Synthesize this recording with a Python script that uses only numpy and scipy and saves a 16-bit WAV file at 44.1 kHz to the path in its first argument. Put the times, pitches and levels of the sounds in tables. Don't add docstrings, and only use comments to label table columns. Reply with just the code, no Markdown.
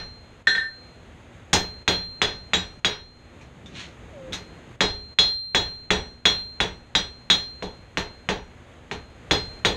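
import sys
import numpy as np
from scipy import signal
from scipy.fft import rfft, irfft, next_fast_len
from scipy.io import wavfile
from scipy.ndimage import uniform_filter1d, minimum_filter1d, map_coordinates

SR = 44100
rng = np.random.default_rng(int(sys.argv[2]) if len(sys.argv) > 2 else 0)


def transcribe(u):
    v = np.clip(np.atleast_2d(u).T, -1, 1)
    q = np.round(v * 32767).astype(np.int16)
    wavfile.write(sys.argv[1], SR, q)


def natural_amplitude(level_db):
    exponent = np.asarray(level_db, float) / 20
    return 10 ** exponent


N = 430416

# start_s, clatter_db, long_ring_db, tick_hz, tick_db
LIGHT_TOUCHES = [(3.412, -61, -12, 2490, 10), (3.66, -58, -27, 3640, 14), (4.324, -48, -25, 3520, 14),
                 (4.3309, -37.5, -14, 3850, 10)]


def unit(x):
    return x / np.sqrt(np.mean(x ** 2) + 1e-20)


def along(points, hz):
    f, v = np.transpose(points)
    return np.interp(np.log(hz + 1), np.log(f + 1), v)


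def wobble(rate):
    knots = rng.standard_normal(int(N * rate / SR) + 4)
    return map_coordinates(knots, [np.arange(N) * rate / SR])


def noise(spectrum):
    m = next_fast_len(N)
    weight = natural_amplitude(along(spectrum, np.fft.rfftfreq(m, 1 / SR)))
    return unit(irfft(rfft(rng.standard_normal(m)) * weight, m)[:N])


def dying(spectrum, size):
    # frequency_hz, t60_s
    room_decay = [(60, 0.75), (160, 0.29), (420, 0.31), (1100, .31), (2900, 0.27), (7700, 0.19),
                  (15000, 0.22)]
    hz, t, z = signal.stft(rng.standard_normal(SR), SR, nperseg=size)
    start_db = along(spectrum, hz)[:, None]
    fall_db = 60 * t / along(room_decay, hz)[:, None]
    tail = signal.istft(z * natural_amplitude(start_db - fall_db), SR, nperseg=size)[1][:SR]
    return tail / np.std(tail[:SR // 20])


def ringing(hz, t60, t):
    return natural_amplitude(-60 * t / t60[:, None]) * np.sin(2 * np.pi * hz[:, None] * t)


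def contacts():
    # start_s, clatter_db, thud_db, waist_ring_db, long_ring_db
    blows = [(-0.14, -15.5, -4, -1, -16.5), (1.8782, -18.5, 2.5, 7, -5), (2.2168, -23.5, 2, 6.5, -12.5),
             (2.5343, -25, -1, 5, -18), (2.8469, -18, -1, 5.5, -17), (4.8067, -18.5, 3.5, 6, -8),
             (5.1871, -15.5, 0.5, 12.5, 4), (5.5472, -20, 2.5, 5, -7), (5.905, -22.5, 2.5, 3, -16),
             (6.2545, -22.5, 0, 10, -4.5), (6.6028, -27, 2.5, 4.5, -21), (6.9511, -27.5, 0.5, 11, -11),
             (7.3004, -25.5, -2, 12, -4.5), (7.6239, -43, 13, 8.5, -7), (7.972, -30, 4, -8, -15),
             (8.2887, -29, 6, -9, -27), (8.913, -37, 5, -14, -17.5), (9.31, -25.5, 5.5, 2.5, -8),
             (9.649, -21.5, 3.5, 6.5, -15)]
    # start_s, clatter_db, thud_db, waist_ring_db, long_ring_db
    skids = [(1.5305, -22.5, 3, 1.5, -10.5)]
    # start_s, clatter_db, waist_ring_db, long_ring_db
    bounces = [(0.4712, -27.5, 11, 6), (0.551, -35, 11, -1), (0.58, -42, -3, 6)]
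    face_horn_db = -9.5
    rows = [(s, db, thud, face_horn_db, waist, long, -9 + .18 * long) for s, db, thud, waist, long in blows]
    rows += [(s, db, thud, face_horn_db, waist, long, -0.5) for s, db, thud, waist, long in skids]
    rows += [(s, db, -1, 20.5, waist, long, -13) for s, db, waist, long in bounces]
    rows += [(s, db, -2, -20, -1, long, -3) for s, db, long, *_ in LIGHT_TOUCHES]
    return sorted(rows)


def anvil_ring(db, thud_db, horn_db, waist_db, t):
    mode_hz = np.array([183, 300, 420, 835, 1110, 1567, 1800, 1826, 2690, 3272, 3383, 3410, 3600, 3822,
                        3910, 4708, 4978, 5640, 5806, 6600, 7305, 7720, 7930, 8320, 9362, 9545, 10270,
                        11500, 13910, 15480, 15710])
    # level_db, t60_s
    mode_db, t60 = np.transpose([(-1.5, .19), (-13, .14), (-2, 0.16), (-12, .1), (-16, .1), (3, .15),
                                 (5, .175), (2.5, .19), (-10, .07), (-1, .12), (3, .12), (-2, .16),
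                                 (-1, .1), (2, .14), (-3, .09), (2, .17), (6.5, .18), (2.5, .25), (2, .32),
                                 (8, .13), (0, .13), (-10.5, .14), (-14, .38), (-8, .09), (-11, .13),
                                 (-15, .14), (-44, .17), (-26, .3), (-40, .17), (-14, .12), (-25, .27)])
    part_edges = [1400, 2200, 4000]
    horn_overtones = [10270, 13910]
    scatter = np.array([2, 1.5, 2.5, 3])
    part = np.where(np.isin(mode_hz, horn_overtones), 1, np.digitize(mode_hz, part_edges))
    chance_db = scatter[part] * rng.standard_normal(len(mode_hz))
    soft_db = 0.8 * min(db + 30.5, 0)
    high_db = -14 + .4 * waist_db + soft_db
    part_db = np.array([thud_db, horn_db, waist_db + soft_db / 2, high_db])
    modes = ringing(mode_hz, t60, t) * (1 - np.exp(-t / 0.0006))
    return natural_amplitude(mode_db + part_db[part] + chance_db) @ modes


def head_ring(treble_db, t):
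    # frequency_hz, level_db, t60_s
    hz, mode_db, t60 = np.transpose([(8200, -6, .12), (8740, -16, .2), (9030, -12, .13), (9125, -18, .13),
                                     (10130, -18, .16), (10550, -18, .12), (10765, -22, .2),
                                     (11070, -16, .12), (11370, -24, .25), (11710, -25, .25),
                                     (11990, -26, .35), (12475, -19, .18), (14670, -26, .15),
                                     (14910, -24, .15)])
    chance_db = 4 * rng.standard_normal(len(hz))
    modes = ringing(hz, t60, t) * (1 - np.exp(-t / 0.0004))
    return natural_amplitude(mode_db - 7 + treble_db + chance_db) @ modes


def in_room(ring):
    echo = dying([(100, 0), (10000, 0)], size=256)[:SR // 2]
    walls = signal.fftconvolve(ring, echo / np.linalg.norm(echo))[:SR]
    return natural_amplitude(-2) * ring + natural_amplitude(-4.5) * walls


def contact_noise(treble_db, t):
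    # frequency_hz, density_db
    clatter = [(400, -10), (800, -6.5), (1500, 0), (2600, -0.5), (4200, -2), (4700, -14), (6000, -57.5),
               (9000, -60)]
    # frequency_hz, density_db
    sizzle = [(3500, -17), (4800, -3), (6500, 5), (7500, -6.5), (9000, -16), (11500, -28), (14000, -36),
              (15600, -37), (16500, -64.5)]
    burst = dying(clatter, size=256) + dying(sizzle, size=256) * natural_amplitude(treble_db)
    return burst * (1 - np.exp(-t / .0006))


def stand_thud(thud_db, t):
    # frequency_hz, density_db
    boards = [(20, -26), (33, -2.5), (50, -13), (68, 4), (110, -16.5), (180, -10.5), (300, -10.5),
              (420, -5.5), (620, -11.5), (900, -9), (1400, -32.5), (2600, -83.5)]
    return natural_amplitude(thud_db - 3) * dying(boards, size=1024) * (1 - np.exp(-t / 0.0035))


def contact_click(treble_db, t):
    u = (t - .0006) / .00011
    click_db = 25 - 1.3 * max(treble_db + 9, 0)
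    return natural_amplitude(click_db) * (u * u - 1) * np.exp(-u * u / 2)


def hammer():
    out, t = np.zeros(N + 2 * SR), np.arange(SR) / SR
    fade = np.clip((1 - t) / .3, 0, 1)
    for s, db, thud_db, horn_db, waist_db, _, treble_db in contacts():
        ring = anvil_ring(db, thud_db, horn_db, waist_db, t) + head_ring(treble_db, t)
        blow = in_room(ring) + contact_noise(treble_db, t)
        blow += stand_thud(thud_db, t) + contact_click(treble_db, t)
        out[round((s + 1) * SR):][:SR] += natural_amplitude(db) * fade * blow
    return out[SR:SR + N]


def long_ring():
    # frequency_hz, t60_s
    hz, t60 = (4163, .68)
    t = np.arange(N) / SR
    s, db, long_db = np.transpose(contacts())[[0, 1, 5]]
    last = np.searchsorted(s, t) - 1
    since = t - s[last]
    firm = db > -29
    phase = np.cumsum(2 * np.pi * rng.random(len(s)) * firm)
    level = natural_amplitude((db + long_db)[last] + 10.5 - 60 * since / t60 + 0.5 * wobble(25))
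    level = uniform_filter1d(level, size=60)
    room_fill = 1 - .5 * firm[last] * np.exp(-since / 0.019)
    return level * np.sin(2 * np.pi * hz * t + phase[last]) * room_fill


def ticks():
    out, t = np.zeros(N), np.arange(SR // 4) / SR
    for s, db, _, hz, tick_db in LIGHT_TOUCHES:
        pair = ringing(hz * np.array([1, .96]), np.full(2, .11), t)
        pair_amp = natural_amplitude(db + tick_db) * natural_amplitude(2 * rng.standard_normal(2))
        out[round(s * SR):][:len(t)] += pair_amp @ pair
    return out


def scrape():
    # time_s, level_db
    s, db = np.transpose([(3.68, -65), (3.742, -52), (3.752, -43.5), (3.798, -38), (3.826, -39.5),
                          (3.95, -64)])
    # frequency_hz, density_db
    slide = [(530, -34), (900, -7), (2050, 5), (2600, 5.5), (3380, 4.5), (4330, 3.5), (4620, -8),
             (6470, -4.5), (12000, -39.5), (15600, -74), (22000, -120)]
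    drag_db = np.interp(np.arange(N) / SR, s, db, -120, -120)
    return natural_amplitude(drag_db + 1.6 * wobble(300)) * noise(slide)


def squeak():
    # start_s, length_s, level_db
    s, length_s, db = (4.118, .185, -39)
    from_hz, to_hz, settle_s, swell_s, stop_s = 730, 518, .035, .033, .015
    since = np.maximum(np.arange(N) / SR - s, 0)
    pitch_hz = to_hz + (from_hz - to_hz) * np.exp(-since / settle_s)
    turn = 2 * np.pi * np.cumsum(pitch_hz) / SR
    shape = (1 - np.exp(-since / swell_s)) * np.exp(-np.maximum(since - length_s, 0) / stop_s)
    return shape * natural_amplitude(db + 1.3 * wobble(60)) * (np.sin(turn) + .06 * np.sin(2 * turn))


def low_rumble():
    # peak_s, level_db, rise_s, fall_s
    low_swells = [(3.7, -47, .5, 0.9), (4.338, -39.5, 0.12, 0.03), (4.65, -52, .5, 1)]
    t = np.arange(N) / SR
    swell = sum(natural_amplitude(db - 20 * np.maximum((s - t) / rise_s, (t - s) / fall_s)) for s, db, rise_s, fall_s in low_swells)
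    rumble = noise([(30, -22), (100, 8), (300, 1.5), (800, -14.5), (2000, -36.5), (5000, -110)])
    return swell * natural_amplitude(1.2 * wobble(30)) * rumble


def burner():
    # frequency_hz, density_db
    flame = [(15, -41), (30, -6.5), (70, 6), (120, 0), (200, -6.5), (500, -8), (1000, -15), (2000, -16.5),
             (3700, -23.5), (4300, -30), (5700, -39.5), (6550, -26), (7300, -33.5), (12900, -52),
             (16000, -68), (16800, -104.5)]
    # time_s, level_db
    s, db = np.transpose([(0, -49), (1.2, -47), (3.201, -49), (4.501, -45), (6, -52), (8.7, -47.5),
                          (9.76, -43)])
    roar_db = np.interp(np.arange(N) / SR, s, db) + .5 * wobble(3) + .6 * wobble(14)
    return natural_amplitude(roar_db) * noise(flame)


def mains_hum():
    # frequency_hz, level_db
    lines = [(60, -83), (120, -57.5), (240, -57.5)]
    t = np.arange(N) / SR
    return sum(natural_amplitude(db + 1.5 * wobble(4.2)) * np.sin(2 * np.pi * hz * t) for hz, db in lines)


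def scene():
    struck = hammer() + long_ring() + ticks()
    handling = low_rumble() + scrape() + squeak()
    return (struck + handling + burner() + mains_hum())[None]


def limiter(x):
    hop, ahead_s, ceiling_db, back_db_per_s = 64, .045, -2, 20
    peak_db = 20 * np.log10(np.abs(x[0, :N // hop * hop]).reshape(-1, hop).max(1) + 1e-9)
    held = minimum_filter1d(np.minimum(ceiling_db - peak_db, 0), 2 * int(ahead_s * SR / hop) + 1)
    ramp = back_db_per_s * np.arange(len(held)) * hop / SR
    gain_db = uniform_filter1d(np.minimum.accumulate(held - ramp) + ramp, size=7)
    return x * natural_amplitude(np.interp(np.arange(N), np.arange(len(held)) * hop, gain_db))


def band_limit(x):
    return irfft(rfft(x) * (np.fft.rfftfreq(N, 1 / SR) < 16650), N)


def low_pass(x):
    return signal.sosfilt(signal.butter(12, 16830, fs=SR, output="sos"), x)


def record(dry):
    mix = band_limit(limiter(dry))
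    return low_pass(mix)


dry = scene()
out = record(dry)
transcribe(out)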